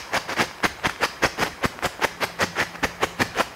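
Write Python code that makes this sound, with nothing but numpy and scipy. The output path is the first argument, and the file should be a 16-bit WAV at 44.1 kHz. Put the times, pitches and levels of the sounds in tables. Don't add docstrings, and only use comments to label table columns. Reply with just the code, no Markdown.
import sys
import numpy as np
from scipy import signal
from scipy.fft import rfft, irfft, next_fast_len
from scipy.io import wavfile
from scipy.ndimage import uniform_filter1d

SR = 44100
rng = np.random.default_rng(int(sys.argv[2]) if len(sys.argv) > 2 else 0)


def volts(x):
    e = np.asarray(x, float) / 20
    return 10 ** e


def transcribe(u):
    v = np.clip(np.atleast_2d(u).T, -1, 1)
    q = np.round(v * 32767).astype(np.int16)
    wavfile.write(sys.argv[1], SR, q)


N = 156555


def evened(x):
    return x / np.sqrt(np.mean(x ** 2) + 1e-20)


def read(points, hz):
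    f, value = np.transpose(points)
    return np.interp(np.log(hz + 1), np.log(f + 1), value)


def colour(x, points):
    hz = np.abs(np.fft.fftfreq(8192, 1 / SR))
    log_gain = np.log(volts(np.maximum(read(points, hz), -100)))
    phase = -signal.hilbert(log_gain).imag
    taps = np.fft.ifft(np.exp(log_gain + 1j * phase)).real[:4096]
    return signal.oaconvolve(x, taps / np.linalg.norm(taps))[:len(x)]


def swarm(per_s, spread_db, size):
    big = volts(spread_db * np.minimum(rng.exponential(1, size), 5))
    clicks = np.clip((per_s / SR - rng.random(size)) * SR / 200, 0, 1)
    return evened(big * clicks * rng.choice([-1., 1.], size))


def wavelet(u):
    return -u * np.exp(.5 - .5 * u ** 2)


def wobble(db, size):
    return evened(volts(db * evened(uniform_filter1d(rng.standard_normal(size), size=130))))


def linger(power, fade_s):
    keep = np.exp(-1 / (fade_s * SR))
    return signal.lfilter([1 - keep], [1, -keep], power)


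def ragged(x):
    depth_db = 2.5
    z = signal.stft(x, nperseg=256, noverlap=192)[2]
    patches = uniform_filter1d(rng.standard_normal(z.shape), size=9, axis=0)
    patches = uniform_filter1d(patches, size=10, axis=1)
    gain = evened(volts(depth_db * evened(patches)))
    return signal.istft(z * gain, nperseg=256, noverlap=192)[1][:len(x)]


BLAST_CENTRES = [250, 420, 700, 1150, 1900, 3100]


def blasts(size):
    per_s_at_1khz, spread_db, ring_octaves = 1509, 3.0, 0.38
    hz = np.fft.rfftfreq(size, 1 / SR) + 1
    octaves_off = np.log2(hz[None] / np.array(BLAST_CENTRES)[:, None])
    bells = np.exp(-(octaves_off / ring_octaves) ** 2) + 1e-9
    spectrum = 0
    for centre, bell in zip(BLAST_CENTRES, bells / bells.sum(0)):
        clicks = swarm(per_s_at_1khz * centre / 1000, spread_db, size)
        spectrum = spectrum + np.sqrt(bell) * rfft(clicks)
    return irfft(spectrum, size)


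# (ignition [s], climb [s], hold [s], roar at ignition [dB], roar at hold [dB],
# thud at hold [dB], hiss at hold [dB])
FLASH_EVENTS = [(-.085, 0.031, 0.018, -21, -17, -26, -29.5), (0.114, 0.03, 0.032, -43, -20, -25, -31.5),
                (0.28, 0.014, 0.04, -38, -26.5, -33.5, -39), (0.367, 0.037, 0.0071, -27, -15, -19, -29.5),
                (0.417, 0.017, 0.014, -21.5, -29.5, -41, -39),
                (0.628, 0.017, 0.013, -31.5, -15, -19.5, -28),
                (0.832, 0.025, 0.0098, -32.5, -15.5, -23, -31),
                (0.884, 0.0092, 0.012, -38, -28.5, -38, -38), (1.004, 0.028, 0.018, -33, -17, -24, -30),
                (1.226, 0.011, 0.024, -19.5, -18, -24.5, -31.5),
                (1.378, 0.047, 0.0085, -31, -17, -19.5, -29), (1.445, 0.0025, 0.031, -38, -28, -34, -42.5),
                (1.618, 0.029, 0.0066, -39, -15, -25.5, -30), (1.827, 0.03, 0.0031, -28, -15.5, -22, -29.5),
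                (2.011, 0.029, 0.008, -30, -16, -25, -29.5), (2.205, 0.028, 0.0087, -33, -16.5, -23.5, -28),
                (2.389, 0.02, 0.032, -34, -19.5, -25, -31), (2.556, 0.043, 0.029, -35, -19, -28, -31.5),
                (2.746, 0.0069, 0.0033, -37, -32, -40, -47),
                (2.822, 0.015, 0.011, -38.5, -16.5, -19.5, -28.5),
                (3.006, 0.026, 0.011, -33, -17, -23, -30),
                (3.184, 0.023, 0.017, -37.5, -18.5, -19.5, -29.5),
                (3.252, 0.0043, 0.0046, -44, -38, -42, -47),
                (3.345, 0.058, 0.0086, -35, -15.5, -23.5, -29.5)]


def flash_powers(t):
    catch_db_per_s, fall_db_per_s, treble_fall_db_per_s = 1800, 1319, 800
    thud_late_s, treble_late_s = 0.0019, 0.00074
    thud_steep, hiss_steep, sizzle_steep = 0.99, 1.21, 1.02
    roar_power, thud_power, hiss_power, sizzle_power = np.zeros((4, len(t)))
    for start, climb, hold, first_db, peak_db, thud_db, hiss_db in FLASH_EVENTS:
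        def shape_db(late_s, fall):
            u = t - start - late_s
            rise = (first_db - peak_db) * (1 - np.clip(u / max(climb, 1e-3), 0, 1))
            return rise + catch_db_per_s * np.minimum(u, 0) - fall * np.maximum(u - climb - hold, 0)
        treble_shape = shape_db(treble_late_s, treble_fall_db_per_s)
        roar_power += volts(peak_db + shape_db(0, fall_db_per_s)) ** 2
        thud_power += volts(thud_db + thud_steep * shape_db(thud_late_s, fall_db_per_s)) ** 2
        hiss_power += volts(hiss_db + hiss_steep * treble_shape) ** 2
        sizzle_power += volts(hiss_db + sizzle_steep * treble_shape) ** 2
    return roar_power, thud_power, hiss_power, sizzle_power


# (frequency [Hz], level per hertz [dB])
ROAR_COLOUR = [(88, -44), (150, -8.5), (498, 2.5), (869, 0), (1130, -2.5), (1820, -1), (3220, -11.5),
               (3500, -18.5), (4200, -20), (5460, -100)]


def roar(pops, power):
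    return colour(pops * np.sqrt(power), ROAR_COLOUR)


# (frequency [Hz], level per hertz [dB])
THUD_COLOUR = [(30, -16.5), (80, -11), (160, -4.5), (300, -2), (600, -7), (1200, -43.5)]


def thud(pops, power):
    return colour(pops * np.sqrt(power), THUD_COLOUR)


# (frequency [Hz], level per hertz [dB])
HISS_COLOUR = [(2500, -27.5), (3400, -1.5), (4100, -2.5), (4900, 2.5), (5800, -2.5), (6500, -1),
               (7200, -11), (9000, -16), (16000, -50)]


def hiss(power, flutter):
    jet = swarm(14980, 3.25, len(power)) * flutter
    return colour(jet * np.sqrt(power), HISS_COLOUR)


# (frequency [Hz], level per hertz [dB])
SIZZLE_COLOUR = [(6000, -39), (7300, -1), (8800, -5), (10500, -2), (11800, -4), (13000, -5.5), (15800, -10)]
# (time [s], level [dB])
SIZZLE_DRIFT = [(0, -0.1), (1.2, -0.8), (1.9, 4.5), (2.5, -1), (3.55, 2.2)]


def sizzle(sizzle_power, hiss_power, flutter, t):
    base_db, fade_s, glow_db, glow_fade_s = -10, 0.0028, -8.5, 0.02
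    power = linger(sizzle_power, fade_s) + volts(glow_db) ** 2 * linger(hiss_power, glow_fade_s)
    crackle = swarm(15000, 2.5, len(t))
    level = volts(base_db + np.interp(t, *np.transpose(SIZZLE_DRIFT)))
    return colour(level * np.sqrt(power) * crackle * flutter, SIZZLE_COLOUR)


def flashes(t):
    roar_power, thud_power, hiss_power, sizzle_power = flash_powers(t)
    flutter = wobble(1.5, len(t))
    pops = blasts(len(t)) * flutter
    treble = ragged(sizzle(sizzle_power, hiss_power, flutter, t) + hiss(hiss_power, flutter))
    return roar(pops, roar_power) + thud(pops, thud_power) + treble


# (frequency [Hz], time to fall 60 dB [s])
WALL_DECAY = [(200, 0.44), (1500, 0.55), (4500, 0.51), (12000, 0.27)]
# (frequency [Hz], level [dB])
WALL_TONE = [(100, 6.5), (500, -5.5), (1500, -4), (3500, 5), (5200, 7), (8000, 7), (14000, 2.5)]


def walls(x):
    level_db, first_echo_s, onset_s = -12.5, 0.018, 0.0034
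    taps = np.zeros(SR)
    at = np.arange(0, SR - 20, 20) + rng.integers(0, 20, (SR - 1) // 20)
    taps[at] = rng.choice([-1., 1.], at.shape) * np.clip((at / SR - first_echo_s) / onset_s, 0, 1)
    hz, t, z = signal.stft(taps, SR, nperseg=256)
    decay = volts(-60 * t / read(WALL_DECAY, hz)[:, None])
    tail = signal.istft(z * decay, SR, nperseg=256)[1]
    echoes = colour(tail / np.linalg.norm(tail), WALL_TONE)
    return volts(level_db) * signal.fftconvolve(x, echoes)[:len(x)]


# (frequency [Hz], level per hertz [dB])
FLAME_COLOUR = [(65, -28), (110, -6), (967, -0.5), (1880, -6), (3490, -18.5), (5280, -19), (8000, -23.5),
                (15500, -28.5)]


def flame():
    level_db, ticks_db, patch_db = -42, -8.5, 2.8
    frames, hz = N // 256 + 5, np.fft.rfftfreq(1024, 1 / SR)
    real, imag, patches = rng.standard_normal((frames, 513, 3)).T
    patches = uniform_filter1d(uniform_filter1d(patches, size=8, axis=0), size=4, axis=1)
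    gain = volts(read(FLAME_COLOUR, hz)[:, None] + patch_db * evened(patches))
    burn = signal.istft((real + 1j * imag) * gain, nperseg=1024, noverlap=768)[1][:N]
    ticks = np.diff(colour(swarm(900, 3.6, N + 1), FLAME_COLOUR))
    ticks = colour(ticks, [(2500, 0), (9000, -40)])
    return volts(level_db) * (evened(burn) + volts(ticks_db) * evened(ticks))


# (time [s], level [dB])
RUMBLE_LEVEL = [(0, -60), (1.42, -51), (2.06, -56.5), (2.6, -54), (3.55, -51)]


def rumble():
    lump_db = 3.0
    low = colour(rng.standard_normal(N), [(20, -10), (50, 2.5), (95, -2.0), (180, -7), (500, -97)])
    lumps = evened(uniform_filter1d(rng.standard_normal(N), size=3000))
    level_db = np.interp(np.arange(N) / SR, *np.transpose(RUMBLE_LEVEL))
    return evened(low) * volts(level_db + lump_db * lumps)


# (time [s], peak level [dB])
PUSH_EVENTS = [(0.173, -29), (0.408, -25), (0.656, -29), (0.871, -21), (1.046, -38), (1.255, -22.5),
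               (1.433, -26), (1.656, -15.5), (1.864, -22.5), (2.049, -24.5), (2.243, -24.5), (2.62, -26.5),
               (2.849, -25), (3.051, -25), (3.41, -36)]


def pushes(t):
    return sum(volts(db) * wavelet((t - s) / 0.0013) for s, db in PUSH_EVENTS)


# (time [s], peak level [dB], pitch [Hz])
SPIT_EVENTS = [(0.3723, -24, 700), (0.5124, -23.5, 1120), (0.6036, -25, 1220), (.767, -31, 1210),
               (0.798, -26, 1200), (0.5842, -30, 2020), (.962, -26, 1300), (1.013, -28, 1200),
               (1.381, -26, 1200), (1.7906, -19.5, 1160), (1.826, -15, 980), (1.9955, -21, 696),
               (2.5588, -30, 1200), (3.3495, -22, 1500)]


def spits(t):
    edge_db = -12
    out, u = np.zeros(len(t) + 200), np.arange(-100, 100) / SR
    for s, db, hz in SPIT_EVENTS:
        at = min(round((s - t[0]) * SR) - 100, len(t))
        burst = wavelet(2 * np.pi * hz * u)
        edge = wavelet(6 * np.pi * hz * u)
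        out[at:at + 200] += volts(db) * (burst + volts(edge_db) * edge)
    return out[:len(t)]


# (time [s], rms level [dB])
HUM_LEVEL = [(1.95, -81), (2.15, -49.5), (2.8, -49.5), (3.3, -48.5), (3.45, -66)]


def hum(t):
    hz = 173
    level = volts(np.interp(t, *np.transpose(HUM_LEVEL)))
    return np.sqrt(2) * level * np.sin(2 * np.pi * hz * t)


def scene():
    lead = 8820
    t = np.arange(-lead, next_fast_len(N + lead) - lead) / SR
    fire = flashes(t) + spits(t)
    air = fire + walls(fire) + pushes(t) + hum(t)
    return (air[lead:lead + N] + flame() + rumble())[None]


def top_cut(x):
    return signal.sosfilt(signal.butter(12, 15890, fs=SR, output="sos"), x)


def record(dry):
    low_hz, top_hz = 37.2, 15780
    mix = signal.lfilter(*signal.butter(2, low_hz, "high", fs=SR), dry)
    low_pass = signal.firwin(1023, top_hz, window=("kaiser", 9), fs=SR)
    mix = signal.oaconvolve(mix, low_pass[None], "same")
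    return top_cut(mix)


dry = scene()
out = record(dry)
transcribe(out)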